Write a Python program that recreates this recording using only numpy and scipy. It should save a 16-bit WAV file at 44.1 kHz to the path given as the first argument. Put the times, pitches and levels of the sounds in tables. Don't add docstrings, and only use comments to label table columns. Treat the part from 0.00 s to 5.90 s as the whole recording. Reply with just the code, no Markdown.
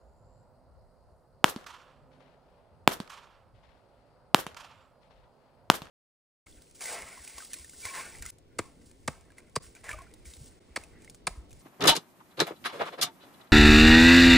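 import sys
import numpy as np
from scipy import signal
from scipy.io import wavfile

SR = 44100
rng = np.random.default_rng(int(sys.argv[2]) if len(sys.argv) > 2 else 0)


def amplitude_ratio(level_db):
    exponent = np.asarray(level_db, float) / 20
    return 10 ** exponent


def dump_mix(stems):
    frames = np.atleast_2d(stems).T
    limited = np.clip(frames, -1, 1)
    pcm = np.round(limited * 32767).astype(np.int16)
    wavfile.write(sys.argv[1], SR, pcm)


N = 260190

# start in seconds, shock level in dB, shock length in ms,
# blast level in dB, blast ring in Hz.
SHOTS = [
    (1.44266, 3.5, .266, 16.3, 942),
    (2.87634, 2.9, .262, 13.6, 778),
    (4.34589, 8, .23, 13.3, 890),
    (5.70037, 6.4, .221, 14.4, 944),
]


def rms_one(x):
    return x / np.sqrt(np.mean(x ** 2) + 1e-20)


def in_time(rows, outside=None):
    s, *columns = np.transpose(rows)
    t = np.arange(N) / SR
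    return [np.interp(t, s, column, outside, outside) for column in columns]


def at_hz(points, hz):
    points = np.array(points)
    return np.interp(np.log(hz), np.log(points[:, 0]), points[:, 1])


def drift(rate):
    r = np.exp(-16 * np.pi * rate / SR)
    white = rng.standard_normal(N // 8 + 8002)
    slow = signal.lfilter([1], [1, -2 * r, r * r], white)[8000:]
    return np.interp(np.arange(N) / 8, np.arange(len(slow)), rms_one(slow))


def band(x, low_hz, high_hz):
    return signal.sosfilt(signal.butter(2, [low_hz, min(high_hz, 19000)], "band", fs=SR, output="sos"), x)


def panned(x, pan_db):
    return x * amplitude_ratio(np.array([[.5], [-.5]]) * pan_db)


def add(out, s, sound):
    i = int(round(s * SR))
    out[:, i:i + sound.shape[-1]] += sound[..., :max(N - i, 0)]


def bands(spectrum, shape, per_octave):
    edges = 22 * 2 ** np.arange(0, 9.65, 1 / per_octave)
    white = rng.standard_normal((2, 2) + shape)
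    centres = np.sqrt(edges[1:] * edges[:-1])
    gains = amplitude_ratio(at_hz(spectrum, centres)) * (centres > spectrum[0][0])
    gains = gains / np.sqrt(np.sum(gains ** 2 * np.diff(edges)) * 2 / SR)
    for k in np.flatnonzero(gains):
        yield centres[k], gains[k] * band(white[k % 2], edges[k], edges[k + 1])


def stereo(pair, alike):
    alike = np.clip(alike, -1, 1)
    mid = np.sqrt((1 + alike) / 2) * pair[0]
    side = np.sqrt((1 - alike) / 2) * pair[1]
    return np.stack([mid + side, mid - side])


def n_wave(t, length, tail):
    return np.where((t >= 0) & (t < length), 1 - (1 + tail) * t / length, 0)


def ring(t, level_db, hz, t60):
    return amplitude_ratio(level_db - 60 * t / t60) * np.cos(2 * np.pi * hz * t) * (t > 0)


def shots():
    out = np.zeros((2, N))
    fine = np.arange(2000 * 4) / (4 * SR)
    bounce_after_cycles = .88
    for s, shock_db, shock_ms, blast_db, ring_hz in SHOTS:
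        since = fine - (s * SR % 1) / SR
        late = np.maximum(since - shock_ms / 1000, 0)
        back = np.maximum(since - bounce_after_cycles / ring_hz, 0)
        shock = amplitude_ratio(shock_db) * n_wave(since, shock_ms / 1000, tail=.42)
        blast = ring(late, blast_db, ring_hz, t60=.00168)
        bounce = ring(back, -4.9, 470, t60=.005)
        push = -amplitude_ratio(-7.7 - 60 * late / .0166) * np.sin(2 * np.pi * 51 * late)
        wave = (shock + bounce + blast + push).reshape(-1, 4).mean(axis=1)
        wave = signal.lfilter(*signal.butter(2, 9500, fs=SR), wave)
        wave = np.clip(wave, -1.59, 1.59)
        wave = signal.lfilter(*signal.butter(3, 165, "high", fs=SR), wave)
        gas = band(rng.standard_normal((2, 2000)), 1500, 12000)
        gas = gas * amplitude_ratio(-26.5 - 60 * fine[::4] / 0.005)
        add(out, int(s * SR) / SR, panned(wave, 1.0) + gas)
    return out


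def strikes():
    # start in seconds, crack level in dB, crack pitch in Hz, thud level in dB, thud pitch in Hz.
    hits = [
        (1.5619, -28, 4700, -23.5, 222),
        (3.002, -24, 4642, -22, 200),
        (4.4664, -21.5, 3463, -31.5, 161),
        (5.8193, -27.5, 4330, -32, 149),
    ]
    knock_hz, knock_db = 1017, -0.15
    out = np.zeros((2, N))
    t = np.arange(2500) / SR
    for s, crack_db, crack_hz, thud_db, thud_hz in hits:
        fade = amplitude_ratio(-60 * t / 0.0033) + amplitude_ratio(-17.5 - 60 * t / 0.097)
        grit = stereo(rng.standard_normal((2, len(t))), .7) * fade
        splinters = band(grit, crack_hz / 1.7, crack_hz * 1.1) + amplitude_ratio(-9) * band(grit, 1100, 9000)
        crack = amplitude_ratio(crack_db - 27) * rms_one(splinters)
        knock = -amplitude_ratio(crack_db + knock_db - 60 * t / 0.0056) * np.sin(2 * np.pi * knock_hz * t)
        thud = amplitude_ratio(thud_db - 60 * t / 0.03) * np.sin(2 * np.pi * thud_hz * t) * np.minimum(t / 0.0018, 1)
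        clods = amplitude_ratio(thud_db - 5) * band(grit, 365, 1070)
        add(out, s, panned(crack + knock + thud + clods, -1.16))
    return out


def scatter(patches, tone, until, alike, pan_db, air_db, grain_db, grain_rate):
    start = patches[0][0]
    t = start + np.arange(int((until - start) * SR)) / SR
    power = 1e-20
    for delay, level_db, rise, t60 in patches:
        since = np.maximum(t - delay, 0)
        fade = amplitude_ratio(level_db - 60 * np.maximum(since - rise, 0) / t60)
        power = power + (fade * np.minimum(since / rise, 1)) ** 2
    clumps = drift(grain_rate)[:4 * len(t)].reshape(4, -1)
    echo = 0
    for k, (hz, pair) in enumerate(bands(tone, (4, len(t)), per_octave=3)):
        grain = .7 * clumps + 0.5 * np.roll(clumps, 900 * k + 900)
        air_loss_db = air_db * (t - start) * (hz / 10000) ** 1.15
        echo = echo + stereo(pair, alike) * amplitude_ratio(grain_db * grain - air_loss_db)
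    echo = echo * np.sqrt(power) * np.clip((until - t) / .04, 0, 1)
    out = np.zeros((2, N))
    for k, shot in enumerate(SHOTS):
        add(out, shot[0] + start, panned(echo[:, k], pan_db))
    return out


def grass():
    # delay in seconds, level in dB, rise in seconds, 60 dB decay in seconds.
    patches = [
        (.002, -28, .001, .04),
        (.011, -32.5, .004, .15),
        (.03, -34.5, .01, .22),
        (.12, -49.5, 0.0037, 0.54),
    ]
    # frequency in Hz, level in dB per Hz.
    tone = [(47, -46), (80, -14.5), (422, -2), (657, -4), (1460, -4.5), (2270, -14.5), (3170, -11),
            (3790, -15.5), (13700, -24), (16000, -32)]
    return scatter(patches, tone, .36, alike=0.29, pan_db=0.56, air_db=42, grain_db=3.0, grain_rate=490)


def grass_hiss():
    # delay in seconds, level in dB, rise in seconds, 60 dB decay in seconds.
    patches = [
        (.004, -43.5, .003, .12),
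        (.036, -39, .022, .06),
        (.05, -49, .01, .17),
    ]
    # frequency in Hz, level in dB per Hz.
    tone = [(1500, -22), (3000, -4), (4300, -3.5), (6000, -6), (9000, -5.5), (12500, -3.5), (15500, -1),
            (17000, -20)]
    return scatter(patches, tone, 0.31, alike=0.37, pan_db=-2.5, air_db=8, grain_db=1.94, grain_rate=300)


def slaps():
    delays = [.0121, .1548, .1701, .2, .2025, .7627]
    # peak level in dB, centre in Hz, pan in dB.
    faces = [
        (-29, 1600, .1),
        (-49, 2900, -3),
        (-49, 1500, -6),
        (-44, 2300, -9),
        (-45, 1300, -8),
        (-47, 920, 6.5),
    ]
    out = np.zeros((2, N))
    t = np.arange(1500) / SR
    for shot in SHOTS:
        for delay, (level_db, hz, pan_db) in zip(delays, faces):
            tone = np.cos(2 * np.pi * hz * t) * amplitude_ratio(-60 * t * hz / 10.0)
            edge = 0.63 * rng.standard_normal(len(t)) * (amplitude_ratio(-60 * t / .004) + amplitude_ratio(-12 - 60 * t / .03))
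            copy = band(tone + edge, hz / 2.5, hz * 3.2)[None]
            level = amplitude_ratio(level_db + 1.5 * rng.standard_normal())
            add(out, shot[0] + delay, panned(level * copy, pan_db))
    return out


def tree_line():
    # delay in seconds, level in dB, rise in seconds, 60 dB decay in seconds.
    patches = [
        (.218, -43, 0.007, 0.07),
        (.222, -50.5, 0.0185, 0.75),
        (.252, -46.5, 0.01, 0.07),
        (.289, -47.5, 0.012, .11),
        (.335, -54, .03, .3),
        (.41, -59, .03, 1.0),
    ]
    # frequency in Hz, level in dB per Hz.
    tone = [(400, -46), (620, -12.5), (1000, 1.5), (1200, 1.5), (1900, -9), (2900, -6.5), (3800, -10),
            (5800, -12), (9400, -19.5), (15500, -28), (17000, -55)]
    return scatter(patches, tone, 0.96, alike=0.96, pan_db=-5, air_db=107, grain_db=1.8, grain_rate=90)


def hedge():
    # delay in seconds, level in dB, rise in seconds, 60 dB decay in seconds.
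    patches = [
        (.24, -62, 0.054, .7),
    ]
    # frequency in Hz, level in dB per Hz.
    tone = [(1900, -33), (2500, -2), (3000, 0.5), (3500, -5), (4500, -25)]
    return scatter(patches, tone, 1.0, alike=.6, pan_db=-1.5, air_db=0, grain_db=2.5, grain_rate=18)


def far_woods():
    # delay in seconds, level in dB, rise in seconds, 60 dB decay in seconds.
    patches = [
        (.66, -68.5, 0.027, 0.4),
        (.75, -64.5, 0.014, 0.34),
        (.79, -67.5, 0.03, 0.75),
        (.86, -70.5, .03, 0.26),
        (.9, -72.5, 0.2, 3.1),
    ]
    # frequency in Hz, level in dB per Hz.
    tone = [(250, -25), (700, 1), (1500, -2.5), (3000, -5), (4600, -9), (5500, -19.5), (12000, -38.5)]
    return scatter(patches, tone, 1.8, alike=0.47, pan_db=9, air_db=32.5, grain_db=2.0, grain_rate=90)


def field():
    # frequency in Hz, level in dB per Hz.
    spectrum = [(12, -37), (20, -7.5), (79, -3), (248, -12.5), (301, -17), (357, -14.5), (485, -11),
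                (540, -7.5), (1090, -16.5), (1910, -41.5), (3500, -46.5), (6500, -44.5), (11500, -46.5),
                (16000, -50.5)]
    # frequency in Hz, left-right likeness from 0 to 1.
    likeness = [(60, 0.43), (180, 0.62), (550, 0.92), (1650, 0.61), (4970, 0.97), (15000, 0.04)]
    # frequency in Hz, left minus right in dB.
    balance = [(60, 0.5), (150, -1.5), (380, -5.5), (950, -1), (2380, 3.5), (5980, 5), (15000, 1)]
    # time in seconds, level in dB about its mean.
    gusts = [(0, 4), (.7, 3), (1.2, -0.4), (2.1, -2), (2.75, -2), (2.95, 1), (3.2, -1.9), (3.5, 5),
             (3.8, -2.5), (4.15, -3.5), (4.45, 0.8), (4.75, -4), (5.3, -4), (5.9, 1.5)]
    # time in seconds, level in dB about its mean.
    traffic = [(0, 0), (.5, -0.2), (1.3, -1.2), (2.15, 1.5), (2.8, 0.24), (3.6, -1), (4.2, 0.6),
               (4.9, -0.84), (5.9, -0.4)]
    wind_db = in_time(gusts)[0]
    traffic_db = in_time(traffic)[0]
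    out = 0
    for hz, pair in bands(spectrum, (N,), per_octave=2):
        windy = np.clip(np.log2(200 / hz), 0, 1)
        swell = (1 - windy) * traffic_db * (hz < 2000) + windy * wind_db
        swell = swell + (1.1 + 3.1 * windy) * drift(3.5)
        out = out + amplitude_ratio(swell) * panned(stereo(pair, at_hz(likeness, hz)), at_hz(balance, hz))
    return amplitude_ratio(-62.0) * out


def far_machine():
    # tone in Hz, level in dB.
    tones = [
        (140, -79.5),
        (260, -82.5),
        (520, -77),
        (585, -77),
    ]
    surge_s, surge_length_s, surge_db = 2.113, 0.239, 13
    surge = np.exp(-((np.arange(N) / SR - surge_s) / surge_length_s) ** 2)
    hum = 0
    for hz, level_db in tones:
        tone = rms_one(band(rng.standard_normal(N), hz - 9, hz + 9))
        hum = hum + amplitude_ratio(level_db + 0.83 * drift(6.6) + surge_db * surge * min(250 / hz, 1)) * tone
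    return panned(hum, -4)


def trill(start, buzz_end, end, level_db):
    start_hz, end_hz, width_hz = 7000, 7414, 470
    tail_hz, tail_width_hz, tail_db = 7750, 180, level_db - 7
    return [(start, level_db - 6.5, start_hz, width_hz),
            (.3 * start + .7 * buzz_end, level_db, end_hz, width_hz),
            (buzz_end, level_db, end_hz, width_hz),
            (buzz_end + .008, tail_db, tail_hz, tail_width_hz),
            (end, tail_db - 3, tail_hz, tail_width_hz)]


def buzzing_insect():
    # start in seconds, end of buzz in seconds, end of thin tail in seconds, level in dB.
    calls = [
        (-.05, .436, .52, -84),
        (1.6, 1.8, 2.11, -88),
        (2.95, 3.2, 3.44, -87.5),
        (4.45, 4.86, 4.92, -84.5),
    ]
    t = np.arange(N) / SR
    pulses = (.5 + .5 * np.sin(2 * np.pi * 98 * t)) ** 0.5
    level, hz, width_hz = np.zeros((3, N))
    for call in calls:
        track = trill(*call)
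        level += amplitude_ratio(in_time(track, outside=-200)[0])
        _, call_hz, call_width_hz = in_time(track, outside=0)
        hz += call_hz
        width_hz += call_width_hz
    beats = np.cumsum(2 * width_hz + 1) / SR
    waver = [np.interp(beats, np.arange(3000), draw) for draw in rng.standard_normal((2, 3000))]
    phase = 2 * np.pi * np.cumsum(hz) / SR
    buzz = rms_one(pulses * (waver[0] * np.sin(phase) + waver[1] * np.cos(phase)))
    return panned(level * buzz, 1.0)


def insect_choruses():
    # low edge in Hz, high edge in Hz, level in dB, pan in dB.
    choruses = [
        (3930, 5250, -87, 6),
        (7630, 10300, -91, 2),
    ]
    out = 0
    for low_hz, high_hz, level_db, pan_db in choruses:
        noise = stereo(rng.standard_normal((2, N)), 0.18)
        noise = band(band(noise, low_hz, high_hz), low_hz, high_hz)
        shimmer = amplitude_ratio(level_db + 1.2 * drift(3.8) + 0.97 * drift(40))
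        out = out + shimmer * panned(rms_one(noise), pan_db)
    return out


def scene():
    echoes = grass() + grass_hiss() + slaps() + tree_line() + hedge() + far_woods()
    background = field() + far_machine() + buzzing_insect() + insect_choruses()
    return shots() + strikes() + echoes + background


def low_pass(x):
    return signal.sosfilt(signal.butter(12, 16000, fs=SR, output="sos"), x)


def record(dry):
    flat_topped = np.clip(dry, -1, 1)
    return low_pass(flat_topped)


dry = scene()
out = record(dry)
dump_mix(out)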